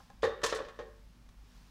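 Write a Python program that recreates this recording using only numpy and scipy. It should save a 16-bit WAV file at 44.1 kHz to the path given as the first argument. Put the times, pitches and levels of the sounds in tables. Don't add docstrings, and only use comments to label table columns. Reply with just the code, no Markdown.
import sys
import numpy as np
from scipy import signal
from scipy.fft import rfft, irfft, next_fast_len
from scipy.io import wavfile
from scipy.ndimage import map_coordinates

SR = 44100
rng = np.random.default_rng(int(sys.argv[2]) if len(sys.argv) > 2 else 0)


def waveform_to_disk(signal):
    frames = np.transpose(np.atleast_2d(signal))
    scaled = np.clip(frames, -1, 1) * 32767
    samples = np.round(scaled).astype(np.int16)
    wavfile.write(sys.argv[1], SR, samples)


N = 74970
TIME = np.arange(N) / SR


def amp(db):
    return 10 ** (np.asarray(db) / 20)


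def unit(x):
    return x / np.sqrt(np.mean(x ** 2) + 1e-20)


def along(points, hz):
    f, value = np.transpose(points)
    return np.interp(np.log(hz + 1), np.log(f + 1), value)


def filtered(x, response):
    size = next_fast_len(N + SR // 2)
    return irfft(rfft(x, size) * response(np.fft.rfftfreq(size, 1 / SR)), size)[:N]


def noise(spectrum, tilt_db=0):
    white = rng.standard_normal(N)
    return unit(filtered(white, lambda hz: amp(along(spectrum, hz) + tilt_db * np.log2(hz + 1))))


def fade(t, t60):
    return amp(-60 * t / np.maximum(t60, 1e-3))


def ring(modes, free, attack_s=0.00079, scatter_db=3.5, detune=0.0131):
    t = np.arange(SR * 3 // 4) / SR
    tone = np.zeros(len(t))
    for hz, db, t60 in modes:
        louder, higher = rng.standard_normal(2)
        envelope = amp(db + scatter_db * louder) * fade(t, min(free, 1) * t60)
        tone += envelope * np.sin(2 * np.pi * hz * (1 + detune * higher) * t)
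    return np.pad(tone * (1 - np.exp(-t / attack_s)), (0, N - len(t)))


# (f/Hz, level/dB)
AIR_SPECTRUM = [(12, -35.5), (20, 1), (55, 4), (70, -12), (107, -7), (150, -12), (182, -5.5), (209, -11),
                (247, -16.5), (366, -21.5), (639, -24.5), (777, -26), (894, -24.5), (15900, -45)]
def room_air():
    return amp(-60) * noise(AIR_SPECTRUM)


# (f/Hz, level/dB)
HUM_PARTIALS = [(49, -57.5), (100, -71.5), (180, -77), (243, -72)]
def hum():
    def waver(rate_hz):
        return map_coordinates(rng.standard_normal(64), [TIME * rate_hz], mode="wrap")
    return sum(amp(db + 3 * waver(7.96)) * np.sin(2 * np.pi * hz * TIME + 1.06 * waver(7.36))
               for hz, db in HUM_PARTIALS)


# (t/s, level/dB)
HISS_SPECTRUM = [(200, -19.5), (900, 3), (2000, -2.5), (5500, -2.5), (8000, -12), (15000, -18.5)]
HISS_COURSE = [(0, -65), (.06, -69), (.2, -74), (1.0, -73.5), (1.35, -74.5), (1.57, -66.5), (1.7, -68.5)]
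def hiss():
    return amp(np.interp(TIME, *np.transpose(HISS_COURSE))) * noise(HISS_SPECTRUM)


# (f/Hz, level/dB)
ROOM_DECAY = [(100, 0.15), (500, 0.42), (2000, 0.56), (4500, .48), (8000, 0.25), (15000, 0.22)]
ROOM_TAIL = [(100, 4), (500, -6.5), (1200, -4.5), (4000, -8.5), (8000, -11), (15000, -10)]
def room(direct, build_s=0.0036):
    hz, t, spectra = signal.stft(rng.standard_normal(SR * 3 // 4), SR, nperseg=256)
    decay = fade(t, along(ROOM_DECAY, hz)[:, None]) * (1 - np.exp(-t / build_s))
    decay /= np.sqrt(np.mean(decay ** 2, axis=1, keepdims=True))
    colour = amp(along(ROOM_TAIL, hz))[:, None]
    tail = signal.istft(spectra * decay * colour, SR, nperseg=256)[1]
    return direct + signal.fftconvolve(direct, tail / np.sqrt(len(tail)))[:N]


# (f/Hz, level/dB)
EDGE_SPECTRUM = [(200, -26.5), (900, -17), (1800, 6), (2700, 5), (3500, 7.5), (6500, 2.5), (9000, -8),
                 (12000, -21), (16000, -33)]
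def edge_noise(tilt_db=0):
    return noise(EDGE_SPECTRUM, tilt_db)


# (t/s, ring level/dB, edge level/dB)
GRIP_MODES = [(538, -14, 0.21), (800, -3, 0.074), (1042, -3.5, 0.11), (1230, -2.5, 0.027),
              (1672, -6.5, 0.069)]
GRIP_TAPS = [(.002, -49, -89), (0.1008, -46.5, -59.5)]
def taps():
    out = np.zeros(N)
    for at_s, ring_db, edge_db in GRIP_TAPS:
        start = round(at_s * SR)
        body = amp(ring_db) * ring(GRIP_MODES, free=0.56)
        edge = amp(edge_db) * edge_noise() * fade(TIME, t60=0.021)
        out[start:] += (body + edge)[:N - start]
    return room(out)


# (t/s, length/s, level/dB, tilt/dB per octave)
CRADLE_SLIDES = [(.237, .027, -53, 3), (.466, .055, -49, .5), (.557, .025, -52, 2)]
def slides(grains_per_s=900, rough_db=5):
    out = np.zeros(N)
    for at_s, length_s, db, tilt_db in CRADLE_SLIDES:
        progress = np.clip((TIME - at_s) / length_s, 0, 1)
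        stroke = np.sqrt(np.abs(np.sin(np.pi * progress)))
        grains = np.interp(TIME * grains_per_s, np.arange(N), rng.standard_normal(N))
        out += amp(db) * stroke * unit(amp(rough_db * grains) * edge_noise(tilt_db))
    return room(out)


def chatter(free, free_t60_s, free_hold_s=0.0031):
    damped_time = TIME / max(free, 0.1)
    return fade(np.maximum(damped_time - free_hold_s, 0), free_t60_s)


# (f/Hz, level/dB, t60/s)
SWITCH_MODES = [(2960, -15.5, 0.17), (4290, -28, 0.48), (5145, -16, 0.068), (6000, -16, 0.095),
                (7130, -38, 0.17)]
def switch_click(free, tilt_db):
    modes = amp(-4) * ring(SWITCH_MODES, free)
    return modes + amp(-4.5) * edge_noise(tilt_db) * chatter(free, free_t60_s=0.21)


# (f/Hz, level/dB)
SHELL_MODES = [(1012.5, -7.5, 0.1), (1087.6, -7.5, 0.28), (1146, -4.5, 0.15), (1263, -7, 0.17),
               (1351, -14, 0.2), (1490, -13, 0.19), (1637, -20, 0.47), (1793, -11, 0.26), (1880, -18, 0.54),
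               (2450, -11, 0.13), (3103, -16.5, 0.21), (3650, -17.5, 0.48)]
SHELL_SPECTRUM = [(60, -46), (290, -38), (490, 5), (680, -13), (900, -7.5), (1100, 0), (1450, -9),
                  (1800, -2.5), (2150, -19.5), (4000, -17.5), (8000, -41), (16000, -78)]
def shell_clack(free):
    modes = amp(-3.5) * ring(SHELL_MODES, free)
    return modes + amp(-0.5) * noise(SHELL_SPECTRUM) * chatter(free, free_t60_s=0.18)


# (f/Hz, level/dB, t60/s)
HOUSING_MODES = [(87.4, -25, 0.21), (232, -23.5, 0.12), (345.6, -29.5, 0.57), (380.6, -15.5, 0.29),
                 (452.6, -1.5, 0.17), (470, -5.5, 0.13), (525.6, -1.5, 0.15), (560.3, -10.5, 0.22),
                 (589, -20.5, 0.54), (778, -18.5, 0.23), (836.7, -19, 0.2)]
def housing_thump(free):
    return ring(HOUSING_MODES, free, attack_s=0.0036, scatter_db=1)


# (t/s, thump level/dB, clack level/dB, click level/dB,
# click tilt/dB per octave, free ring: 1 = undamped, less when pressed or grazed)
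CRADLE_CONTACTS = [ (0.2226, -65, -60.5, -46, -1, 0.85), (0.2306, -18.5, -31, -53, 13, 1),
                   (0.2381, -50, -33, -36.5, -6.5, 0.75), (0.417, -58, -43.5, -57, 8, 0.31),
                   (0.4328, -32, -34, -36.5, 1, 0.65), (0.4367, -26, -26, -27.5, 4.5, 0.56),
                   (0.4480, -50, -52, -28, 6, -1), (0.4625, -40.5, -46, -29.5, 4, 0.39),
                   (0.497, -62, -73, -39, 0.5, 1), (0.525, -25.5, -29.5, -39.5, -3.5, 0.43),
                   (0.5476, -74, -58, -41, 7.5, 0.51), (0.5593, -36.5, -38.5, -52, 5.5, 0.5),
                   (0.5884, -32.5, -41.5, -58, -15, 0.42), (0.6037, -29, -46.5, -62, -16.5, .55),
                   (0.6465, -58, -74, -53.5, -4.5, 0.63), (0.6845, -70, -47, -56, 1, 0.54),
                   (0.7559, -69.5, -61.5, -67, 0, 0.88), (0.7889, -32.5, -46.5, -47.5, -6.5, 0.88),
                   (1.2894, -88, -62, -57, 5.5, 0.14), ]
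def handset(rise_s=0.0003):
    out = np.zeros(N)
    rise = 1 - np.exp(-TIME / rise_s)
    for at_s, thump_db, clack_db, click_db, tilt_db, free in CRADLE_CONTACTS:
        start = round(at_s * SR)
        thump = amp(thump_db) * housing_thump(free)
        clack = amp(clack_db) * shell_clack(free)
        click = amp(click_db) * switch_click(free, tilt_db)
        out[start:] += room(rise * (thump + clack + click))[:N - start]
    return out


def scene():
    return (taps() + handset() + slides() + hum() + hiss() + room_air())[None]


def record(dry):
    return np.array([filtered(channel, lambda hz: hz < 15800) for channel in dry])


dry = scene()
out = record(dry)
waveform_to_disk(out)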